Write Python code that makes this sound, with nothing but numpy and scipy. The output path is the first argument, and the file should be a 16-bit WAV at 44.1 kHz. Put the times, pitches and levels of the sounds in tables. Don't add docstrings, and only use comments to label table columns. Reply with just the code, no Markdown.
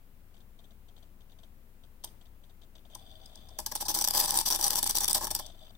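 import sys
import numpy as np
from scipy import signal
from scipy.fft import rfft, irfft
from scipy.io import wavfile

SR = 44100
rng = np.random.default_rng(int(sys.argv[2]) if len(sys.argv) > 2 else 0)


def master(y):
    cut = np.clip(np.atleast_2d(y).T, -1, 1)
    pcm = np.round(cut * 32767)
    wavfile.write(sys.argv[1], SR, pcm.astype(np.int16))


def nominal_scale(level):
    x = np.asarray(level, float) / 20
    return 10 ** x


N = 254589
HZ = np.maximum(np.fft.rfftfreq(N, 1 / SR), 1)


def rms_one(x):
    return x / np.sqrt(np.mean(x ** 2) + 1e-20)


def at_hz(points):
    hz, value = np.transpose(points)
    return np.interp(np.log(HZ), np.log(np.maximum(hz, 1)), value)


def drift(rate):
    spectrum = rfft(rng.standard_normal(N)) / (1 + (HZ / rate) ** 2)
    return rms_one(irfft(spectrum, N))


# f/Hz, level/dB [dB per Hz]
FLOOR_SPECTRUM = [(28, -55), (45, -9.5), (100, -18), (150, -25.5), (200, -19), (300, -25.5), (700, -31.5),
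                  (1400, -35.5), (3000, -40), (5500, -46), (9000, -44.5), (12000, -41), (15500, -37.5)]
# f/Hz, correlation [-1 to 1]
FLOOR_LIKENESS = [(60, 0.83), (180, 0.82), (550, 0.43), (1650, -0.22), (4970, 0.0078), (15000, -0.033)]
# f/Hz, level/dB
FLOOR_BALANCE = [(60, 12), (240, 7), (950, 6), (3770, 1), (15000, 5)]


def floor():
    floor_db, rumble_below_hz = -65.5, 100
    mid, side = rfft(rng.standard_normal((2, N))) * nominal_scale(at_hz(FLOOR_SPECTRUM))
    alike = np.clip(at_hz(FLOOR_LIKENESS), -1, 1)
    tilt = nominal_scale(at_hz(FLOOR_BALANCE) / 2)
    mid = np.sqrt(1 + alike) * mid
    side = np.sqrt(1 - alike) * side
    pair = np.array([(mid + side) * tilt, (mid - side) / tilt])
    above_rumble = irfft(pair.mean(axis=0) * (HZ > rumble_below_hz), N)
    return nominal_scale(floor_db) * irfft(pair, N) / np.std(above_rumble)


def opening(near):
    opens_at_db, opens_by_db, closes_s = -73, 4, 0.024
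    r = np.exp(-1 / (closes_s * SR))
    power = signal.lfilter([1 - r], [1, -r], np.mean(near ** 2, axis=0))
    level_db = 10 * np.log10(power + 1e-12)
    excess_db = np.maximum(level_db - opens_at_db, 0)
    return nominal_scale(opens_by_db * np.tanh(excess_db / 18))


# f/Hz, level/dB
HUM_LINES = [(19, -47), (40, -68), (57, -58.5), (90, -63.5), (120, -71), (181, -71)]
# t/s, level/dB
HUM_SWELL = [
    (3.4, -4.5),
    (4.2, 2.5),
    (5.3, 2.5),
    (5.7, -4),
]


def hum():
    upper_swell_db = 2
    t = np.arange(N) / SR
    hum_swell_db = np.interp(t, *np.transpose(HUM_SWELL))
    swells = [hum_swell_db, 0.92 * hum_swell_db + upper_swell_db * drift(1.3)]
    out = 0
    for k, (hz, level_db) in enumerate(HUM_LINES):
        phase = 2 * np.pi * hz * t + hz / 150 * drift(0.8)
        waver_db = hz / 50 * drift(3)
        swell_db = swells[min(k // 2, 1)]
        out = out + nominal_scale(level_db + waver_db + swell_db) * np.sin(phase)
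    return out * nominal_scale([[3.5], [-4]])


def room(x):
    t60_s, room_db, cut_hz, onset_s = 0.23, -10, 13000, 0.0011
    t = np.arange(SR // 2) / SR
    decay = nominal_scale(-60 * t / t60_s) * np.clip(t / onset_s, 0, 1)
    echoes = rng.standard_normal((2, len(t))) * decay
    echoes = signal.sosfilt(signal.butter(1, cut_hz, fs=SR, output="sos"), echoes)
    echoes = rms_one(echoes) / np.sqrt(len(t))
    return nominal_scale(room_db) * signal.fftconvolve(x, echoes, axes=1)[:, :N]


def resonate(x, modes, order):
    out = 0
    for k, (hz, width, level_db) in enumerate(modes):
        r = np.exp(-np.pi * max(width, hz / order) / SR)
        poles = [1, -2 * r * np.cos(2 * np.pi * hz / SR), r * r]
        ringing = signal.lfilter([1 - r, 0, r - 1], poles, x[k % len(x)], axis=-1)
        out = out + (-1) ** k * nominal_scale(level_db) * ringing
    return out


def bursts(rows, count, spread_db, flat):
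    out = np.full((count, N), 1e-9)
    strengths = nominal_scale(spread_db * rng.standard_normal((len(rows), count)))
    for (s, ms, level_db), strength in zip(rows, strengths):
        length = max(round(ms * SR / 1000), 8)
        shape = signal.windows.tukey(length, np.clip(1 - flat, 0, 1))
        i = round(s * SR)
        out[:, i:i + length] += nominal_scale(level_db) * np.outer(strength, shape)[:, :N - i]
    return out


def grit(lumpy_db):
    sizes = nominal_scale(lumpy_db * rng.standard_normal(N))
    return rms_one(rng.standard_normal((2, N)) * sizes)


def repeats(spells, gap_ms, first_ms, spread_db, count):
    s, ms, level_db = np.transpose(spells)[:, :, None]
    draw = rng.standard_normal((len(spells), 2, count))
    gaps_ms = gap_ms * np.exp(0.2943 * draw[:, 0])
    after_ms = first_ms + np.cumsum(gaps_ms, axis=1) - gaps_ms[:, :1]
    uneven_db = level_db + spread_db * np.minimum(draw[:, 1], 1)
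    level_db = np.where(after_ms < ms, uneven_db, -200)
    times = np.minimum(s + after_ms / 1000, s + ms / 1000)
    return list(zip(times.ravel(), level_db.ravel()))


# f/Hz, lead [rad]
RELAY_LEAD = [(0, 0), (1720, -0.1), (2670, 2.6), (3010, 0.1), (4910, -8.9), (5600, -13.3), (5860, -12.5),
              (7240, -9.5), (8010, -12.8), (9220, -9.8), (12400, -6.8), (16700, -6.3)]
# f/Hz, level/dB
RELAY_BALANCE = [(60, 30), (180, 4.5), (550, 11), (1650, 4), (4970, 4), (15000, 0.5)]


def two_ports(pair, alike):
    first, other = rfft(pair)
    alike = np.clip(alike, 0, 1)
    tilt = nominal_scale(at_hz(RELAY_BALANCE) / 2)
    shared = alike * first * np.exp(-1j * at_hz(RELAY_LEAD))
    right = shared + np.sqrt(1 - alike ** 2) * other
    return irfft(np.array([first * tilt, right / tilt]), N)


# t/s, peak level/dB
TWITCHES = [(0.341, -54.5), (0.367, -54.5), (0.4046, -55.5), (0.5907, -53), (0.6417, -53), (0.707, -55),
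            (0.885, -52.5), (0.964, -54), (0.98, -54.5), (1.027, -52.5), (1.206, -52.5), (1.296, -55),
            (1.3184, -54), (1.388, -53), (1.4334, -49), (1.837, -52.5), (2.031, -57), (2.0409, -37.5),
            (2.074, -48), (2.212, -53), (2.2556, -54), (2.4372, -53.5), (2.4962, -55), (2.6163, -51.5),
            (2.6344, -54), (2.7535, -47), (2.78, -53.5), (2.852, -52.5), (2.948, -43.5)]
# t/s, length [ms], level/dB
TWITCH_RUNS = [
    (2.9, 42, -52),
    (3.01, 90, -58),
    (3.12, 65, -56),
    (3.2, 60, -54.5),
    (3.275, 165, -53.5),
    (3.47, 105, -53.5),
    (5.443, 62, -47.5),
    (5.518, 40, -51),
    (5.58, 130, -51),
    (5.75, 5, -54.5),
]
# t/s, level/dB
BUZZES = [
    [(2.89, -76), (2.986, -70.5), (3.112, -70), (3.58, -71)],
    [(5.4, -56.5), (5.5, -71), (5.57, -76.5), (5.6, -67.5), (5.71, -79)],
]
# f/Hz, width [Hz], level/dB
FRAME_MODES = [(683, 107, -0.5), (3230, 330, -3), (3637, 130, 2), (4700, 220, -9), (6040, 210, -11),
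               (7800, 910, -16.5)]
# f/Hz, width [Hz], level/dB
COIL_MODES = [(629, 16, 6), (775, 19, 4.5), (3060, 180, -6), (3506, 35, 8.5), (4760, 110, -1.5),
              (5950, 120, -9), (8340, 450, -15)]


def coil():
    rebound_s, rebound_db = 0.0099, -6
    rebounds = [(s + rebound_s, db + rebound_db) for s, db in TWITCHES]
    runs = repeats(TWITCH_RUNS, gap_ms=14, first_ms=0.14, spread_db=1.5, count=16)
    ticks = [(s - 0.001, 7.0, db - 8) for s, db in TWITCHES + rebounds + runs]
    buzz = []
    for rows in BUZZES:
        times = np.arange(rows[0][0], rows[-1][0], 1 / 100)
        levels_db = np.interp(times, *np.transpose(rows)) + 3.6 * rng.standard_normal(len(times))
        buzz += [(s, 11.0, db + 3) for s, db in zip(times, levels_db)]
    impacts = grit(lumpy_db=1)
    lone_force = bursts(ticks, count=6, spread_db=1.5, flat=0.92)[:, None] * impacts
    dense_force = bursts(buzz, count=7, spread_db=-1.5, flat=0.069)[:, None] * impacts
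    lone = nominal_scale(14.0) * resonate(lone_force, FRAME_MODES, order=18)
    dense = nominal_scale(21) * resonate(dense_force, COIL_MODES, order=42)
    return two_ports(lone + dense, alike=0.59)


# t/s, peak level/dB, length [ms], case level/dB, brightness [dB per mode]
SNAPS = [(2.039, -27.5, 2.3, -45.5, -1.5), (2.042, -28.5, 10.3, -51.5, 1.53), (2.052, -45, 19, -65, -10),
         (2.949, -30, 7.9, -50, 0.9), (3.258, -35.5, 6.1, -70, -1), (3.355, -35, 6.4, -55, -0.7),
         (3.486, -39.5, 9.7, -60, -1), (3.660, -46, 3.7, -60, -7), (3.773, -20, 5.7, -56, -11),
         (3.85, -25.5, 24, -45.5, -0.1), (5.462, -30.5, 8, -56, -0.6)]
# f/Hz, width [Hz], level/dB
LIGHT_TOUCH_MODES = [(3630, 280, -7.5), (4960, 300, -1), (6130, 390, -4), (8600, 340, -2),
                     (10000, 2800, -13.5), (12450, 600, -10), (14600, 1600, -14)]


def snaps():
    step = np.arange(len(LIGHT_TOUCH_MODES))[:, None]
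    force = 0
    for s, level_db, ms, _, tilt_db in SNAPS:
        touch = bursts([(s - 0.001, ms, level_db - 8)], count=len(step), spread_db=-0.5, flat=0.49)
        force = force + nominal_scale(tilt_db * step) * touch
    ringing = resonate(force[:, None] * grit(lumpy_db=1.0), LIGHT_TOUCH_MODES, order=14)
    return two_ports(nominal_scale(8.5) * ringing, alike=0.17)


# t/s, length [ms], blades level/dB, case
# level/dB
OUTER_SPELLS = [(3.586, 17.3, -41.5, -42.5), (3.6608, 12.6, -42.5, -43.5), (3.7155, 7.5, -36.5, -38.5),
                (3.7516, 14, -38, -48), (3.803, 25.3, -36.5, -47), (4.01, 14, -32.5, -45.5),
                (4.041, 10.3, -31.5, -48), (4.072, 9.8, -42, -34), (4.1054, 3.5, -35, -44), (5.2687, 9.9, -40, -41),
                (5.3056, 12.9, -35.5, -36), (5.3475, 16.7, -36, -40.5), (5.3897, 9.2, -38.5, -35)]
# t/s, length [ms], blades level/dB, case level/dB
SPELLS = [(3.8816, 37, -35.5, -39), (3.942, 15, -33, -52), (3.958, 55, -38.5, -40.5),
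          (4.132, 83, -31.5, -39), (4.218, 40.5, -37, -40), (4.2732, 34, -35, -41), (4.314, 44, -37, -37.5),
          (4.3531, 62, -33.5, -40.5), (4.454, 37, -30.5, -57), (4.5011, 32.3, -34.5, -37.5),
          (4.5368, 29.5, -40.5, -43), (4.5884, 30.8, -35.5, -42.5), (4.6226, 61, -33.5, -36.5),
          (4.697, 44, -35.5, -38), (4.7485, 48.4, -34.5, -40), (4.8277, 8.1, -34, -43),
          (4.8566, 20.4, -32.5, -46), (4.8928, 16, -33, -41.5), (4.946, 32, -35.5, -51),
          (5.0021, 45, -36.5, -40.5), (5.08, 4.8, -26.5, -39.5), (5.096, 20, -32, -64),
          (5.143, 17, -32.5, -35.5), (5.1638, 20, -35.5, -38.5), (5.2077, 49, -37.5, -37.5)]
# t/s, level/dB
HARD_STRIKES = [(3.589, -26.5), (3.6632, -25), (3.7538, -25.5), (3.8844, -27), (3.9547, -34),
                (3.974, -27), (3.9888, -25), (4.013, -27.5), (4.0427, -26), (4.0757, -19), (4.0859, -18),
                (4.1085, -22.5), (4.171, -29), (4.1742, -22.5), (4.201, -24), (4.193, -36),
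                (4.2142, -25.5), (4.248, -25), (4.2599, -22), (4.3082, -20), (4.343, -26), (4.374, -25),
                (4.3887, -19.5), (4.4135, -24), (4.464, -25.5), (4.5034, -24.5), (4.51, -25),
                (4.525, -24), (4.549, -23), (4.561, -25),
                (4.6124, -29), (4.6272, -30), (4.6421, -22.5), (4.664, -33), (4.681, -29), (4.7063, -20),
                   (4.733, -26), (4.7571, -24), (4.7702, -29), (4.7881, -24), (4.792, -26.5),
                   (4.8299, -22.5), (4.842, -25), (4.8965, -27.5), (4.9098, -20.5), (4.9542, -22.5),
                   (4.9714, -25), (4.9847, -18.5), (5.0068, -24), (5.0357, -27), (5.0449, -20),
                   (5.0554, -23), (5.0846, -34), (5.097, -29), (5.11, -27), (5.1309, -20), (5.147, -26),
                   (5.157, -35), (5.2705, -32.5), (5.351, -22)]


def contact_forces(strike_ms):
    spells = OUTER_SPELLS + SPELLS
    over_rattle_db = 0
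    spans = [(s, ms, db + over_rattle_db) for s, ms, db, _ in spells]
    light = repeats(spans, gap_ms=10, first_ms=7.27, spread_db=5, count=8)
    all_strikes = HARD_STRIKES + light
    strikes = [(s - strike_ms / 2000, strike_ms, db - 0.5) for s, db in all_strikes]
    rattles = [(s - 0.0015, ms + 3.95, db + 0.093) for s, ms, db, _ in spells]
    strike = bursts(strikes, count=7, spread_db=3.5, flat=0.036)
    rattle = bursts(rattles, count=7, spread_db=2.0, flat=0.82) * nominal_scale(2.08 * drift(70))
    return strike, rattle, grit(lumpy_db=2.5)


# f/Hz, width [Hz], level/dB
BLADE_MODES = [(2914, 62, -16.5), (3618, 42, -3), (3700, 67, -8), (4953, 150, -0.5), (5150, 135, -9.5),
               (5968, 315, 2), (7290, 1100, -12.5), (8560, 685, -0.5), (9455, 870, 0), (9540, 170, 5.5),
               (12060, 760, -9.5), (14000, 200, -5), (14660, 390, -8)]


def spring_blades(strike, rattle, impacts):
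    radiates_from_hz = 2500
    blades = nominal_scale(10.0) * resonate((strike + rattle)[:, None] * impacts, BLADE_MODES, order=32)
    radiation = signal.butter(4, radiates_from_hz, "high", fs=SR, output="sos")
    return two_ports(signal.sosfilt(radiation, blades), alike=0.45)


# f/Hz, level/dB [dB per Hz]
CRACK_SPECTRUM = [(88, -41), (150, -3.5), (682, -17.5), (830, -5.5), (2450, -11.5), (5930, 0.5),
                  (6810, -3.5), (8130, 1.5), (14400, -3.5), (15600, -1), (16500, -51)]


def contact_crack(strike, rattle, impacts):
    cracking = nominal_scale(-3.0) * strike.mean(axis=0) + rattle.mean(axis=0)
    color = rms_one(nominal_scale(at_hz(CRACK_SPECTRUM)))
    crack = nominal_scale(-3.5) * irfft(rfft(cracking * impacts) * color, N)
    return two_ports(crack, alike=0.15)


# f/Hz, width [Hz], level/dB
CASE_MODES = [(167, 97, -21), (233.6, 23, -14.5), (330.6, 24.4, -9.5), (620, 26.4, -11), (720, 73, -13.5),
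              (825, 48.6, 0.5), (916, 117, -6), (1022, 91, -5), (1350, 33, -23.5), (1660, 80, -15)]


def case():
    spells = OUTER_SPELLS + SPELLS
    knock_db = -41
    spans = [(s, ms, knock_db) for s, ms, _, _ in spells]
    knocks = repeats(spans, gap_ms=16, first_ms=2.948, spread_db=3.5, count=6)
    shoves = [(s, ms + 3.9, db - 0.5) for s, ms, _, db in spells]
    shoves += [(s, ms + 3, db) for s, _, ms, db, _ in SNAPS]
    shove = bursts(shoves, count=4, spread_db=-2.0, flat=0.874)[:, None] * grit(lumpy_db=-2.0)
    pushes = [(s, 0.4, db + 8.5) for s, db in knocks]
    knock = bursts(pushes, count=4, spread_db=-0.5, flat=0.029)
    return two_ports(nominal_scale(18.5) * resonate(shove + knock[:, None], CASE_MODES, order=16), alike=1.0)


def relay():
    strike, rattle, impacts = contact_forces(strike_ms=3.39)
    ringing = spring_blades(strike, rattle, impacts) + case()
    return ringing, contact_crack(strike, rattle, impacts)


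def scene():
    ringing, crack = relay()
    ringing = ringing + snaps()
    near = ringing + crack + coil()
    echoes = room(crack + nominal_scale(-9) * ringing + nominal_scale(-11) * near)
    return near + echoes + hum() + opening(near) * floor()


def roll_off(x):
    return signal.sosfilt(signal.butter(12, 17140, fs=SR, output="sos"), x)


def record(dry):
    top_hz, top_drop_db = 15850, -26
    shelf = np.where(HZ > top_hz, nominal_scale(top_drop_db), 1)
    mix = irfft(rfft(dry) * shelf, N)
    return roll_off(mix)


dry = scene()
out = record(dry)
master(out)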